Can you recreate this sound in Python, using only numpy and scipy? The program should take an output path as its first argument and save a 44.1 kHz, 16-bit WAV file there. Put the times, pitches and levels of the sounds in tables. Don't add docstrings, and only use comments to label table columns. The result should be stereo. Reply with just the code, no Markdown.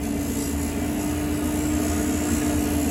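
import sys
import numpy as np
from scipy import signal
from scipy.fft import rfft, irfft
from scipy.io import wavfile
from scipy.ndimage import uniform_filter1d, map_coordinates

SR = 44100
rng = np.random.default_rng(int(sys.argv[2]) if len(sys.argv) > 2 else 0)


def store_wav(level_fs):
    pcm = np.round(np.clip(np.atleast_2d(level_fs), -1, 1) * 32767)
    wavfile.write(sys.argv[1], SR, pcm.T.astype(np.int16))


def invert_db(level):
    return 10 ** (np.asarray(level, dtype=float) / 20)


N = 127890
TEETH, EXHAUST_BEATS = 11, 3
ENGINE_LEAD_S = 18 / SR


def curve(table, column=1):
    rows = np.array(table, float)
    return np.interp(np.arange(N) / SR, rows[:, 0], rows[:, column])


def on_log(table):
    rows = np.array(table, float)
    bins = np.fft.rfftfreq(N, 1 / SR)
    return np.interp(np.log(bins + 1), np.log(rows[:, 0]), rows[:, 1])


def unit(x):
    return x / np.sqrt(np.mean(x ** 2))


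def walk(rate):
    hold = int(SR / rate)
    steps = np.repeat(rng.standard_normal(N // hold + 1), hold)
    return 1.3 * uniform_filter1d(uniform_filter1d(steps, hold), hold)[:N]


def ring(x, hz, width):
    b, a = signal.iirpeak(hz, hz / width / 1.55, SR)
    return signal.lfilter(b, a, signal.lfilter(b, a, x))


def ports(direct, others, diffuse, lead):
    share = np.clip(diffuse, 0, 1)
    turn = np.exp(.5j * np.array([lead, -lead]))
    shared = np.sqrt(1 - share) * rfft(direct) * turn
    return irfft(shared + np.sqrt(share) * rfft(others), N)


def scrape():
    centre_s, half_s, hz, level_db = .44, .06, 5500, -46
    noise = rng.standard_normal(N)
    rings = sum(ring(noise, hz * k, 90) for k in (.87, .94, 1, 1.05))
    swell = np.exp(-((np.arange(N) / SR - centre_s) / half_s) ** 2)
    return unit(rings) * invert_db(level_db) * swell


# t/s, level/dB
SOIL_FLOW = [
    (0, -51.5),
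    (1.2, -43),
    (1.6, -45),
    (1.78, -39.5),
    (2.1, -40),
    (2.45, -38.5),
    (2.6, -40.5),
    (2.9, -47),
]
# f/Hz, width/Hz, level/dB
BUCKET_RINGS = [(1241, 40, -9), (1430, 45, -10), (1680, 55, -9), (1908, 50, -12), (2602, 60, -13)]


def soil():
    crumbs_per_s, spread_db = 3000, 2
    thud_hz, thud_width_hz = 1380, 950
    size = invert_db(spread_db * np.minimum(rng.exponential(size=(2, N)), 2))
    ticks = (rng.random((2, N)) < crumbs_per_s / SR) * size
    ticks = ticks * np.sign(rng.standard_normal((2, N)))
    ticks = ticks + 0.38 * ticks[::-1]
    steel = sum(unit(ring(ticks, hz, width)) * invert_db(db + 3 * np.tanh(walk(8)))
                for hz, width, db in BUCKET_RINGS)
    return (unit(ring(ticks, thud_hz, thud_width_hz)) + steel) * invert_db(curve(SOIL_FLOW) - 2)


def turns(likeness, steps):
    rows = rng.standard_normal((len(likeness), steps))
    out = [rows[0]]
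    for row, like in zip(rows[1:], np.clip(likeness[1:], 0, .95)):
        out.append(like * out[-1] + np.sqrt(1 - like ** 2) * row)
    return np.concatenate(out)


# t/s, rate/Hz, level/dB, likeness of one turn to the next/0-1
BUZZ_COURSE = [(0, 57, -53.5, 0), (.04, 56.2, -38, 0.3), (.13, 56, -42, 0.87), (.43, 57.56, -34.5, 0.4),
               (.56, 58, -41.5, 0.8), (.63, 60.3, -35.5, 0.8), (.76, 60.1, -43, 0.5),
               (.9, 59.83, -39, 0.85), (1.07, 60.3, -38.5, 0.61), (1.25, 60.7, -39.5, 0.66),
               (1.55, 61.06, -38.5, 0.73), (1.75, 61.54, -36, 0.63), (2.0, 61.7, -36, 0.64),
               (2.3, 62.1, -35, 0.87), (2.45, 62.5, -34.5, .7), (2.6, 62.5, -35.5, 0.83),
               (2.8, 62.95, -34, 0.8), (2.9, 63.4, -33, 0.6)]
# f/Hz, level/dB per Hz
BUZZ_COLOUR_DB = [(2500, -20.5), (4500, -6.5), (6200, -5), (7100, -3.5), (8600, -1.5), (11000, -2.5),
                  (13800, -12), (15600, -20)]
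# f/Hz, unrelated share/0-1
BUZZ_WIDTH = [(3000, .7), (5500, .5), (7000, .12), (9000, .04), (15000, .05)]
# t/s, f/Hz, lift/dB
COVER_RING = [(0, 7000, 1.5), (.3, 7500, 0.5), (.45, 7950, 5), (.62, 7000, 3.5), (1.25, 7300, -1.5),
              (1.57, 7200, 3), (1.72, 7740, 7.5), (1.85, 6700, 4), (2.15, 7000, 6), (2.3, 7480, 6.5),
              (2.55, 7210, 4), (2.7, 7450, -3), (2.9, 7680, 4.5)]


def buzz():
    steps, lag_s, in_step_hz = 710, 10.3 / SR, 11400
    throb, ripple = .36, 0.067
    cover_width_hz, patchy_db, gain_db, flutter_db = 400, 2.5, 3, 1.0
    turn = np.cumsum(curve(BUZZ_COURSE)) / SR
    likeness = np.interp(np.arange(200), turn, curve(BUZZ_COURSE, column=3))
    gate = 1 + throb * np.cos(2 * np.pi * turn + 0.35 * walk(5.033))
    gate = gate * (1 + ripple * np.cos(8 * np.pi * turn))
    hiss = [map_coordinates(turns(likeness, steps), [turn * steps], order=5) * gate for _ in range(3)]
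    lead = 2 * np.pi * (in_step_hz - np.fft.rfftfreq(N, 1 / SR)) * lag_s
    both = ports(hiss[0], np.array(hiss[1:]), on_log(BUZZ_WIDTH), lead)
    centre, lift_db = curve(COVER_RING), curve(COVER_RING, column=2)
    rattle = 0
    for k, hz in enumerate(3400 * 1.035 ** np.arange(46)):
        lift = lift_db / (1 + ((hz - centre) / cover_width_hz) ** 2)
        level = invert_db(patchy_db * np.tanh(walk(14)) + lift)
        rattle = rattle + (-1) ** k * ring(both, hz, hz / 28) * level
    rattle = unit(irfft(rfft(rattle) * invert_db(on_log(BUZZ_COLOUR_DB)), N))
    return rattle * invert_db(curve(BUZZ_COURSE, column=2) + gain_db + flutter_db * walk(25.02))


def clatter(gas):
    pitches = 750 * 1.065 ** (np.arange(28) + .3 * rng.standard_normal(28))
    return unit(sum(ring(gas, hz, hz / 45) * invert_db(8 * np.tanh(walk(7))) * (hz / 1000) ** -.8
                    for hz in pitches))


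def thrum(shaft):
    phase = 2 * np.pi * EXHAUST_BEATS * shaft + 0.44 * walk(9.16)
    beat = np.sqrt(2) * np.sin(phase) * invert_db(-34 + walk(14))
    rumble = invert_db(-36) * unit(ring(rng.standard_normal(N), 78.4, 15.6))
    return (beat + rumble) * invert_db(np.array([[-.8], [.8]]))


# f/Hz, width/Hz, left level/dB, right level/dB
BODY_RINGS = [(58, 18, -43.5, -40.5), (138.4, 76, -36.5, -42.5), (209, 32, -42.5, -56),
              (238.7, 71, -33.5, -32), (349.6, 50, -50, -38), (414, 69, -33.5, -37.5), (621, 106, -37, -38),
              (686.7, 92, -35, -44.5), (817, 242, -39.5, -46), (897, 170, -44, -49.5),
              (1152, 228, -41.5, -47.5), (1417, 120, -45, -48), (1795, 830, -41.5, -50),
              (2630, 780, -48, -53)]
# f/Hz, level/dB per Hz
ROAR_COLOUR = [(25, -22), (45, -1.5), (110, -3), (330, 1), (520, -9.5), (1000, -12), (3500, -22.5),
               (7000, -25)]
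# f/Hz, unrelated share/0-1
ENGINE_WIDTH = [(60, 0.06), (300, 0), (600, 0.26), (1500, 0.29), (3000, 0.43), (5000, 0.46)]


def engine(shaft):
    knock_share, flicker_db = 0.015, 1.15
    wall_s, wall_db = .0044, -19
    roar_db, clatter_db = -31.5, -42
    lead = 2 * np.pi * np.fft.rfftfreq(N, 1 / SR) * ENGINE_LEAD_S
    knock = 1 + knock_share * unit(np.exp(-(shaft * EXHAUST_BEATS / 2 % 1) * 4) - .25)
    gas = ports(rng.standard_normal(N), rng.standard_normal((2, N)), on_log(ENGINE_WIDTH), lead) * knock
    echo = np.roll(gas, int(wall_s * SR), axis=1) * np.array([[1], [.5]])
    gas = gas + invert_db(wall_db) * echo
    roar = unit(irfft(rfft(gas) * invert_db(on_log(ROAR_COLOUR)), N))
    out = invert_db(roar_db) * roar + invert_db(clatter_db) * clatter(gas)
    for hz, width, left_db, right_db in BODY_RINGS:
        level_db = np.array([[left_db], [right_db]]) + flicker_db * walk(6.68)
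        out = out + unit(ring(gas, hz, width)) * invert_db(level_db)
    return out + thrum(shaft)


# t/s, tooth rate/Hz, level/dB
PUMP_SONG = [(0, 287.8, -32), (.6, 286.1, -31.5), (.74, 287.2, -33), (.85, 294, -28.5), (.95, 297.8, -28),
             (1.25, 297.1, -28), (1.7, 300.1, -26.5), (2.55, 296.6, -26), (2.78, 292.8, -25),
             (2.9, 288, -27.5)]
# multiple of tooth rate, left level/dB, right level/dB
PUMP_PARTIALS = [(1, -3, 3), (2, -21, -17), (3, -25, -27)]


def pump(shaft):
    smear = .7
    late = np.array([[0], [ENGINE_LEAD_S]]) * curve(PUMP_SONG)
    tones = 0
    for k, left_db, right_db in PUMP_PARTIALS:
        phase = 2 * np.pi * k * (TEETH * shaft - late) + smear * (k - 1) * walk(25)
        level_db = np.array([[left_db], [right_db]]) + 1.1 * k * walk(14)
        tones = tones + np.sin(phase) * invert_db(level_db)
    return np.sqrt(2) * tones * invert_db(curve(PUMP_SONG, column=2))


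# t/s, level/dB
CLOSENESS = [
    (0, -2),
    (.7, -1),
    (1.4, -0.5),
    (2.1, 0.5),
    (2.9, 1),
]


def scene():
    shaft = np.cumsum(curve(PUMP_SONG) / TEETH) / SR
    return engine(shaft) * invert_db(curve(CLOSENESS)) + pump(shaft) + buzz() + soil() + scrape()


# f/Hz, silencing depth under the other of mid and side/dB, dropped share/0-1
THINNING = [(3000, 17, 0), (5000, 12, 0), (7200, 10, 0), (8500, 5, 0), (9500, 7.5, 0), (11500, 6.5, 0),
            (12600, 3, .04), (13600, 1.5, .06), (14200, -1, .1), (14700, 0, .45), (15200, 3, .15),
            (15800, 3, .3)]


def steer(x):
    hop, band, grid = 1024, 16, 800
    top_hz, side_top_hz = 15890, 15160
    waver_db, side_drop, hole_share = 1.2, .4, .13
    pad = 2 * hop - grid
    pair = np.pad([x[0] + x[1], x[0] - x[1]], ((0, 0), (pad, 2 * hop - (N + pad) % hop)))
    n = np.arange(2 * hop) + .5
    hz = (np.arange(hop) + .5) * SR / 2 / hop
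    window = np.sin(np.pi * n / 2 / hop)[:, None]
    basis = window * np.cos(2 * np.pi / SR * np.outer(n + hop / 2, hz)) * np.sqrt(2 / hop)
    halves = pair.reshape(2, -1, hop)
    lines = np.concatenate([halves[:, :-1], halves[:, 1:]], axis=2) @ basis
    shape = lines.shape[:2] + (hop // band,)
    power = uniform_filter1d(np.mean(lines.reshape(*shape, band) ** 2, axis=3), size=3, axis=1)
    level_db = 10 * np.log10(power + 1e-20)
    waver = np.sqrt(3) * uniform_filter1d(rng.standard_normal(shape), size=3, axis=1)
    luck = np.repeat(rng.random(shape), 3, axis=1)[:, :shape[1]]
    rows, centre = np.array(THINNING), hz[band // 2::band]
    under_db, share = (np.interp(centre, rows[:, 0], rows[:, k]) for k in (1, 2))
    strong = level_db > level_db[::-1] - under_db + waver_db * waver
    lucky = luck >= share * np.array([[[1]], [[side_drop]]])
    keep = (strong & lucky) | (centre < rows[0, 0])
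    holes = np.repeat(rng.random(shape) < hole_share, 3, axis=1)
    holes = np.repeat(holes, band, axis=2)[:, :shape[1]] & (np.arange(hop) % band < 7)
    keep = np.repeat(keep, band, axis=2) & ~(holes & (hz > rows[0, 0]))
    keep = keep & (hz < np.array([[[top_hz]], [[side_top_hz]]]))
    frames = (lines * keep) @ basis.T
    lapped = frames[:, 1:, :hop] + frames[:, :-1, hop:]
    mid, side = lapped.reshape(2, -1)[:, pad - hop:pad - hop + N]
    return np.array([mid + side, mid - side]) / 2


def low_pass(x):
    return signal.sosfilt(signal.butter(12, 17000, fs=SR, output="sos"), x)


def record(dry):
    mix = steer(dry)
    return low_pass(mix)


dry = scene()
out = record(dry)
store_wav(out)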